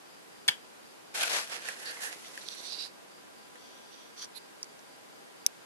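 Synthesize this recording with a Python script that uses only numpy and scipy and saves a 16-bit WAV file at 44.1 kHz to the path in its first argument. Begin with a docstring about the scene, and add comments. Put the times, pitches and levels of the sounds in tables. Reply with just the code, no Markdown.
"""A sharp snap comes first: a thumb trips the rocker switch of a power strip, whose housing rings on a
workbench in a quiet workshop. The hand then returns to the camera. A sleeve swishes and snags on it,
fingers rub its plastic shell by stick-slip friction, a seam creaks, and the shell ticks, then gives one
sharp click beside the microphones. Under it all lie room noise, a faint buzz and a pulsing whine."""
import sys
import numpy as np
from scipy import signal
from scipy.fft import rfft, irfft, next_fast_len
from scipy.io import wavfile
from scipy.ndimage import uniform_filter1d, map_coordinates

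SR = 44100
rng = np.random.default_rng(int(sys.argv[2]) if len(sys.argv) > 2 else 0)


def bounce(signal):
    """Save signal as a 16-bit WAV file at the path given by the first command-line argument."""
    frames = np.transpose(np.atleast_2d(signal))
    limited = np.clip(frames, -1, 1)
    pcm = np.round(limited * 32767).astype(np.int16)
    wavfile.write(sys.argv[1], SR, pcm)


N = 249365
TIME = np.arange(N) / SR

# The rocker trips, hits its stop and bounces. Each row: start in seconds, level in dB,
# contact cut-off in Hz, relative scrape level in dB, scrape T60 (time to fall 60 dB) in seconds.
ROCKER_CONTACTS = [(0.4796, -19, 11000, 1.5, 0.043), (0.4818, -18.5, 11000, -2, 0.015),
                   (0.4845, -3.5, 6000, -16, 0.0065), (0.485, -18, 4000, -8, 0.0079),
                   (0.4868, -19, 4000, -6, 0.024), (0.4894, -8, 5000, -15, 0.015)]
STOP_S = ROCKER_CONTACTS[2][0]
# Modes of the strip's plastic housing. 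Each row: frequency in Hz, relative level in dB, T60 in seconds.
HOUSING_MODES = [(790, -35.5, 0.086), (962, -27, 0.085), (1540, -13.5, 0.018), (1760, -12, 0.034),
                 (2230, -12.5, 0.023), (2710, -10.5, 0.025), (2800, -11, 0.028), (3190, -4, 0.016),
                 (3510, -1.5, 0.019), (4000, -15, 0.011), (4450, -7, 0.026), (4870, -9.5, 0.024),
                 (6050, -22, 0.0052), (10790, -5, 0.011)]
# Spectrum reflected by bench and walls. Each row: frequency in Hz, gain in dB.
ECHO_SPECTRUM = [(60, -24), (400, -14.5), (1100, -16), (1650, -2.5), (2100, -8), (2850, -5), (3280, 1.5),
                 (3950, -15), (4800, -11), (5400, -15), (12000, -21.5)]
ECHO_DB, ECHO_BUILD_T60_S, ECHO_T60_S = -27.5, 0.023, 0.19
LATE_ECHO_DB, LATE_ECHO_T60_S = -31, 0.39  # level relative to the echo
THUMP_DB, THUMP_HZ, THUMP_T60_S = -25, 350, 0.059

# Sleeve strokes. Each row: time of greatest speed, rise and fall in seconds, rustle level in dB,
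# hollow ring, panel ring and hiss in dB relative to the rustle, pan (left minus right) in dB.
SWISHES = [(1.153, 0.0084, 0.28, -38, -10, -4, -3.5, 1.5), (1.222, 0.029, 0.036, -33, -25, -1.5, -20, 0.5),
           (1.371, 0.086, 0.056, -31, -10, -18, -8.5, 3), (1.531, 0.029, 0.065, -38, -6, -14, -11, -5),
           (1.685, 0.065, 0.066, -44.5, -1.5, -3, -6.5, -2), (1.9, 0.11, 0.069, -48.5, 5, -15, -1.5, -2),
           (2.04, 0.037, 0.062, -42, 2, -20, 1, -4), (2.125, 0.012, 0.017, -41.5, -19, -21, -10, -5.5)]
# The resting cloth creeps. In order: rustle, hollow ring, panel ring, hiss and pan in dB, as above.
CREEP_LEVELS = (-53.5, -14, -10, -2.5, -2)
TOUCH_S, LIFT_S, RUB_DB = 1.14, 2.88, -62
# Spectrum of rustling cloth. Each row: frequency in Hz, gain in dB.
CLOTH_SPECTRUM = [(59, -58), (100, -32), (260, -16.5), (400, -7.5), (684, 1.5), (1000, -4.5), (2100, -3),
                  (3070, -6), (6000, -5.5), (8100, -6), (11700, -5), (13400, -52), (15000, -94)]
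# Folds let go. Each row: start in seconds, level in dB, pan in dB, ring gain in dB, part that rings.
SNAGS = [(1.154, -24, -6, 12, "panel"), (1.2037, -25, 2, 9, "panel"), (1.2096, -18.5, -2, 10, "panel"),
         (1.214, -18, 11, 12, "panel"), (1.2185, -20, 3, 6, "panel"), (1.2293, -17, -4, 3, "panel"),
         (1.2332, -12.5, 0.5, 6, "panel"), (1.2369, -19.5, 2, 15, "panel"), (1.2776, -23, 8, 22, "panel"),
         (1.2935, -28, 3, 7, "hollow"), (1.4975, -28.5, -22, 11, "hollow"),
         (1.687, -18.5, -8, 20, "hollow"), (2.128, -27, -11, 3, "hollow"),
         (2.376, -27, -1.5, 17.5, "hollow"), (3.556, -39, 0, 19, "hollow")]
NUDGE_DB = -29  # relative to the snag's peak
# Resonances of the camera's hollows and of the thin panel beside each microphone port.
# Each row: frequency in Hz, bandwidth in Hz, gain in dB.
HOLLOW_MODES = [(504, 73, -2), (1760, 460, -1), (2510, 1000, -10.5)]
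LEFT_PANEL_MODES = [(1475, 280, 0.5), (2400, 410, 0.5)]
RIGHT_PANEL_MODES = [(1550, 190, 1.5), (3100, 1600, -2.5), (4160, 340, -0.5)]
PRESSURE_DETUNE = 0.025  # fraction of the pitch

# Finger strokes. Each row: time of greatest speed, rise and fall in seconds, level and pan in dB, grip.
FINGER_STROKES = [(1.875, 0.019, 0.038, -39, -11, "thin"), (2.415, 0.0084, 0.019, -49.5, -7, "soft"),
                  (2.475, 0.028, 0.03, -47, -8, "soft"), (2.53, 0.027, 0.02, -42.5, -8, "soft"),
                  (2.595, 0.033, 0.03, -44.5, -10, "soft"), (2.655, 0.029, 0.081, -42.5, -12, "soft"),
                  (2.735, 0.051, 0.038, -38, -11, "bright"), (2.828, 0.052, 0.039, -36.5, -11, "bright"),
                  (2.27, 0.032, 0.027, -50.5, -2, "light"), (3.68, 0.13, 0.29, -60, 0, "light"),
                  (3.935, 0.022, 0.029, -53, -6, "light"), (3.99, 0.02, 0.1, -56, -3, "light"),
                  (4.195, 0.023, 0.025, -45, -4, "firm"), (4.229, 0.021, 0.02, -39, -1, "firm"),
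                  (4.378, 0.022, 0.0073, -40, -14, "squeaky")]
# Shell resonances excited by each grip. Each row: frequency in Hz, bandwidth in Hz, gain in dB.
GRIP_MODES = {"thin": [(4400, 1200, 0)], "soft": [(4080, 1300, -6.5), (5800, 390, -7), (8500, 600, -17)],
              "bright": [(4100, 650, 5.5), (4600, 760, 7), (5950, 200, -22), (2870, 450, -3.5)],
              "light": [(3420, 700, 2), (4480, 570, -1), (5870, 340, 3)], "firm": [(3370, 550, 6),
              (4600, 1100, 8), (5800, 780, 9.5), (9400, 5600, -7.5), (1430, 2200, -3.5)],
              "squeaky": [(4060, 800, 4), (11000, 840, 0), (2470, 810, -7), (7140, 2400, -14.5)]}
# The shell clicks under the grip. Each row: start in seconds, level in dB, pitch and bandwidth of the
# pressed spot in Hz, its ring gain in dB, pan in dB, lag at the left port in milliseconds.
SHELL_CLICKS = [(2.4867, -20, 3700, 1300, 26, -14, 0.0), (2.8055, -28, 4600, 700, 16, -9, .1),
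                (2.8235, -27, 4500, 700, 16, -9, .1), (4.2465, -28, 9000, 1200, 6, 0, .05),
                (4.2555, -33, 5000, 700, 0, 0, .05), (4.6298, -20.5, 5200, 2200, 12, 0, .09),
                (4.6435, -33, 4500, 700, 8, -2, .09), (4.793, -42, 11000, 700, 8, 0, .05),
                (5.464, 0, 5850, 600, -3, -2, .3)]
# Steep treble cut-off of each click: its value at 0 dB, set lower for quieter clicks.
CLICK_CUTOFF_HZ, CLICK_CUTOFF_HZ_PER_DB = 14900, 186
# Response of the camera shell. Each row: frequency in Hz, gain in dB.
SHELL_SPECTRUM = [(120, -91), (200, -74), (980, -16.5), (1700, -31), (2310, -12), (2890, -24), (3500, -13),
                  (4200, -14.5), (5750, 1), (7400, -11), (8500, -4.5), (10000, -11.5), (11300, -3),
                  (13000, -17), (15500, -25), (17000, -42)]
# Resonances of the creaking seam. Each row: frequency in Hz, bandwidth in Hz, gain in dB.
SEAM_MODES = [(990, 490, -1.5), (2030, 300, 4)]

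# Spectrum of the room noise. Each row: frequency in Hz, gain in dB.
ROOM_SPECTRUM = [(18, -69), (30, -26), (71, -20.5), (108, -12.5), (154, -7), (198, -3), (442, -0.5),
                 (527, -1.5), (1550, -6.5), (2050, -8.5), (11300, -17), (12300, -16), (13400, -73),
                 (16000, -84)]
# Stereo width of room and sleeve. Each row: frequency in Hz, side minus mid in dB.
ROOM_SIDE = [(60, 4), (200, 4.5), (700, 4), (2400, 3), (8000, 0), (13000, -0.5)]
SLEEVE_SIDE = [(150, 3), (400, -13), (700, -7.5), (1400, 4.5), (3000, 5), (12000, -0.5)]
# Partials of the electrical buzz. Each row: frequency in Hz, base level in dB.
BUZZ_PARTIALS = [(800, -74), (1000, -72), (1400, -78), (1600, -75)]
# The buzz grows as the camera turns to circuit boards. Each row: time in seconds, gain in dB.
BUZZ_GROWTH = [(1.2, -1.5), (2.8, 0.5)]
WHINE_HZ, WHINE_WIDTH_HZ, WHINE_DB = 4790, 340, -65
WHINE_FIRST_S, WHINE_PERIOD_S = 0.125, 0.2525
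ROOM_DB, TOP_HZ = -52, 16500


def switch(size=16384):
    """Impact excitation: each contact rings the housing's modes and scrapes; bench and room answer."""
    out = np.zeros((2, N))
    housing = ring(HOUSING_MODES, size)
    housing = np.array([housing, delay(housing, ms=0.12)]) / np.abs(housing).max()
    for s, db, contact_hz, scrape_db, scrape_t60 in ROCKER_CONTACTS:
        scrape = cut(rng.standard_normal((2, size)), 1900, "high") * fade(scrape_t60, size)
        add(out, s, amp(db) * cut(housing + amp(scrape_db) * scrape, contact_hz, "low", order=1))
    add(out, STOP_S, reflections(size))
    add(out, STOP_S, bench_thump(size))
    return cut(cut(out, 86, "high"), 12400, "low", order=12) * pan(1.5)


def reflections(size):
    """Diffuse reverberation: echoes build in milliseconds, die among the clutter and leave a faint tail."""
    scatter = unit(ports(colour(rng.standard_normal((2, size)), ECHO_SPECTRUM), ROOM_SIDE))
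    early = fade(ECHO_T60_S, size) - fade(ECHO_BUILD_T60_S, size)
    late = amp(LATE_ECHO_DB) * fade(LATE_ECHO_T60_S, size)
    return amp(ECHO_DB) * scatter * (early + late)


def bench_thump(size):
    """Damped vibration: the push on the switch draws a short, low thump from the bench top."""
    thump = cut(rng.standard_normal(size), THUMP_HZ, "low", order=1) * fade(THUMP_T60_S, size)
    return amp(THUMP_DB) * thump * pan(0)


def sleeve():
    """Friction noise: the cloth's speed drives rustle, fibre hiss and the ring of hollows and panels."""
    touching = uniform_filter1d(1. * ((TIME > TOUCH_S) & (TIME < LIFT_S)), size=200)
    moves = [(touching, CREEP_LEVELS)]
    moves += [(glide(s, rise_s, fall_s), levels) for s, rise_s, fall_s, *levels in SWISHES]
    cloth_slips = ports(friction(rate=13000, spread_db=-0.5, flutter_db=1.76), SLEEVE_SIDE)
    hollow_slips = ports(friction(rate=5000, spread_db=1.5, flutter_db=1.0), SLEEVE_SIDE)
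    panel_slips = ports(friction(rate=2600, spread_db=0.5, flutter_db=2.5), SLEEVE_SIDE)
    cloth = colour(cloth_slips, CLOTH_SPECTRUM)
    rustle = cut(cloth, 5560, "low", order=4)
    hiss = cut(cloth, 5970, "high", order=4)
    layers = (rustle, sing(hollow_slips, HOLLOW_MODES), waver(panels(panel_slips)), hiss)
    # incoherent sounds add in power, layer by layer
    powers = np.zeros((len(layers), 2, N))
    for speed, (db, hollow_db, panel_db, hiss_db, pan_db) in moves:
        for power, relative_db in zip(powers, (0, hollow_db, panel_db, hiss_db)):
            power += (speed * amp(db + relative_db) * pan(pan_db)) ** 2
    swishes = sum(unit(layer) * np.sqrt(power) for layer, power in zip(layers, powers))
    return swishes + grip_rub() * touching


def grip_rub():
    """Stick-slip friction: the moving grip drives one broad, low resonance, heard as a dull rub."""
    slips = friction(rate=1500, spread_db=6.5, flutter_db=0)
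    return unit(sing(slips, [(382, 380, 0)])) * amp(RUB_DB)


def panels(pair):
    """Plate resonance: each port hears the thin panel next to it."""
    return np.array([sing(pair[0], LEFT_PANEL_MODES), sing(pair[1], RIGHT_PANEL_MODES)])


def waver(pair):
    """Frequency modulation: changing pressure pulls the resonances slightly up and down."""
    position = np.cumsum(1 + PRESSURE_DETUNE * walk(22))
    return np.array([map_coordinates(x, [position], mode="mirror") for x in pair])


def snags(size=2048):
    """Sudden release: a caught fold lets go, rings a panel or the hollows and nudges the camera."""
    out = np.zeros((2, N))
    for s, db, pan_db, ring_db, part in SNAGS:
        envelope = fade(0.0037, size) + amp(-10) * fade(0.038, size)
        burst = colour(ports(rng.standard_normal((2, size)) * envelope, SLEEVE_SIDE), CLOTH_SPECTRUM)
        ringing = panels(burst) if part == "panel" else sing(burst, HOLLOW_MODES)
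        snag = unit_peak(burst + amp(ring_db) * ringing)
        nudge = cut(rng.standard_normal(size), 240, "low", order=1) * fade(0.065, size)
        add(out, s, amp(db) * pan(pan_db) * (snag + amp(NUDGE_DB) * nudge))
    return out


def shell_clicks(size=2048):
    """Impulse response: the shell snaps beside the ports, rings briefly and rattles as it settles."""
    out = np.zeros((2, N))
    shell = colour(signal.unit_impulse(size), SHELL_SPECTRUM)
    for s, db, hz, width_hz, ring_db, pan_db, lag_ms in SHELL_CLICKS:
        snap = shell + amp(ring_db) * sing(shell, [(hz, width_hz, 0)])
        snap = unit_peak(cut(snap, CLICK_CUTOFF_HZ + CLICK_CUTOFF_HZ_PER_DB * db, "low", order=8))
        chatter = rng.standard_normal((2, size)) * (fade(0.016, size) - fade(0.0022, size))
        rattle = unit_peak(signal.fftconvolve(chatter, snap[None], axes=1)[:, :size])
        click = np.array([delay(snap, lag_ms), snap]) + amp(-15) * rattle
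        add(out, s, amp(db) * pan(pan_db) * click)
    return out


def fingers():
    """Stick-slip friction: skin excites the shell's resonances, louder the faster it slides."""
    out = np.zeros((2, N))
    for name, modes in GRIP_MODES.items():
        rub = unit(sing(friction(rate=9800, spread_db=0, flutter_db=1.0), modes))
        power = sum((glide(s, rise_s, fall_s) * amp(db) * pan(pan_db)) ** 2
                    for s, rise_s, fall_s, db, pan_db, grip in FINGER_STROKES if grip == name)
        out += rub * np.sqrt(power)
    return cut(out, 11900, "low", order=12)


def seam_creak(db=-55):
    """Stick-slip under load: the tightening grip makes a seam ring in sparse, uneven slips."""
    slips = friction(rate=590, spread_db=2, flutter_db=6)
    return unit(sing(slips, SEAM_MODES)) * glide(s=2, rise_s=0.33, fall_s=0.3) * amp(db)


def room_noise():
    """Stationary noise: an even wash, strongest in the low middle range, fills the workshop."""
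    air = colour(rng.standard_normal((2, N)), ROOM_SPECTRUM)
    return unit(ports(air, ROOM_SIDE)) * amp(ROOM_DB)


def buzz():
    """Superposition: four partials, each drifting in level, form a faint electrical buzz."""
    partials = np.zeros(N)
    for hz, db in BUZZ_PARTIALS:
        amplitude = np.sqrt(2) * amp(db + 2 * walk(4.47))
        partials += amplitude * np.sin(2 * np.pi * (hz * TIME + rng.random()))
    return partials * amp(np.interp(TIME, *np.transpose(BUZZ_GROWTH)))


def whine():
    """Amplitude modulation: a narrow band of noise pulses about four times a second."""
    pulse = np.cos(2 * np.pi * (TIME - WHINE_FIRST_S) / WHINE_PERIOD_S)
    band = unit(sing(rng.standard_normal((2, N)), [(WHINE_HZ, WHINE_WIDTH_HZ, 0)]))
    return amp(WHINE_DB) * band * np.clip(0.59 + 0.49 * pulse, 0, 1)


def friction(rate, spread_db, flutter_db):
    """Shot noise: tiny uneven slips, `rate` a second on average, under a fluttering contact pressure."""
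    slipping = rng.random(N) < rate / SR
    strength = amp(spread_db * np.minimum(rng.exponential(size=N), 4))
    return unit(slipping * strength * rng.standard_normal((2, N)) * amp(flutter_db * walk(90)))


def glide(s, rise_s, fall_s):
    """Gaussian envelope: the speed of a sliding touch rises to 1 at time s and falls again."""
    return np.exp(-((TIME - s) / np.where(TIME < s, rise_s, fall_s)) ** 2)


def walk(rate):
    """Random drift: straight lines join `rate` normally distributed values a second."""
    return np.interp(TIME * rate, np.arange(N), rng.standard_normal(N))


def ring(modes, size):
    """Modal superposition: damped sines add, neighbouring modes starting in opposite directions."""
    return sum((-1) ** k * amp(db) * fade(t60, size) * np.sin(2 * np.pi * hz * TIME[:size])
               for k, (hz, db, t60) in enumerate(modes))


def fade(t60, size):
    """Exponential decay: 60 dB are lost in t60 seconds."""
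    return np.exp(-np.log(1000) * TIME[:size] / t60)


def sing(x, modes):
    """Forced vibration: x drives parallel resonances, each applied twice for steep skirts."""
    return sum(amp(db) * resonate(resonate(x, hz, width), hz, width) for hz, width, db in modes)


def resonate(x, hz, width_hz):
    """Second-order resonance with gain 1 at its centre."""
    return signal.lfilter(*signal.iirpeak(hz, hz / width_hz, fs=SR), x)


def cut(x, hz, kind, order=2):
    """Maximally flat low-pass or high-pass filter."""
    return signal.sosfilt(signal.butter(order, min(hz, SR / 2 - 1), kind, fs=SR, output="sos"), x)


def colour(x, points):
    """Minimum-phase filter through (Hz, dB) points."""
    hz, db = np.transpose(points)
    n = 2 * next_fast_len(x.shape[-1])
    bins = np.maximum(np.arange(n // 2 + 1) * SR / n, 1)
    gain = amp(np.interp(np.log(bins), np.log(hz), db))
    cepstrum = irfft(np.log(gain))
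    # folding the cepstrum onto positive time makes the filter causal
    cepstrum[1:n // 2] *= 2
    cepstrum[n // 2 + 1:] = 0
    return irfft(rfft(x, n) * np.exp(rfft(cepstrum)))[..., :x.shape[-1]]


def delay(x, ms):
    """Linear phase shift: a delay finer than one sample."""
    n = 2 * len(x)
    bins = np.arange(n // 2 + 1) * SR / n
    return irfft(rfft(x, n) * np.exp(-2j * np.pi * bins * ms / 1000))[:len(x)]


def ports(pair, side_points):
    """Mid-side stereo: two unrelated signals add at the left port and subtract at the right."""
    side = colour(pair[1], side_points)
    return np.array([pair[0] + side, pair[0] - side])


def pan(db):
    """Constant-power panning: left exceeds right by db."""
    gains = amp(np.array([db, -db]).reshape(2, -1) / 2)
    return gains / np.sqrt(np.mean(gains ** 2, axis=0))


def add(out, s, sound):
    """Superposition: a stereo sound joins the mix at time s."""
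    start = int(s * SR)
    out[:, start:start + sound.shape[1]] += sound[:, :N - start]


def amp(db):
    """Amplitude ratio of a level in decibels."""
    return 10 ** (np.asarray(db) / 20)


def unit(x):
    """Normalisation to rms 1."""
    return x / np.sqrt(np.mean(x ** 2))


def unit_peak(x):
    """Normalisation to peak 1."""
    return x / np.abs(x).max()


def scene():
    """Linear superposition: the pressures of switch, handling and background add."""
    foreground = switch() + sleeve() + snags() + seam_creak() + fingers() + shell_clicks()
    return foreground + room_noise() + buzz() + whine()


def record(dry):
    """Band limiting: the camera cuts the highest treble steeply."""
    return signal.sosfilt(signal.ellip(8, .2, 70, TOP_HZ, fs=SR, output="sos"), dry)


dry = scene()
out = record(dry)
bounce(out)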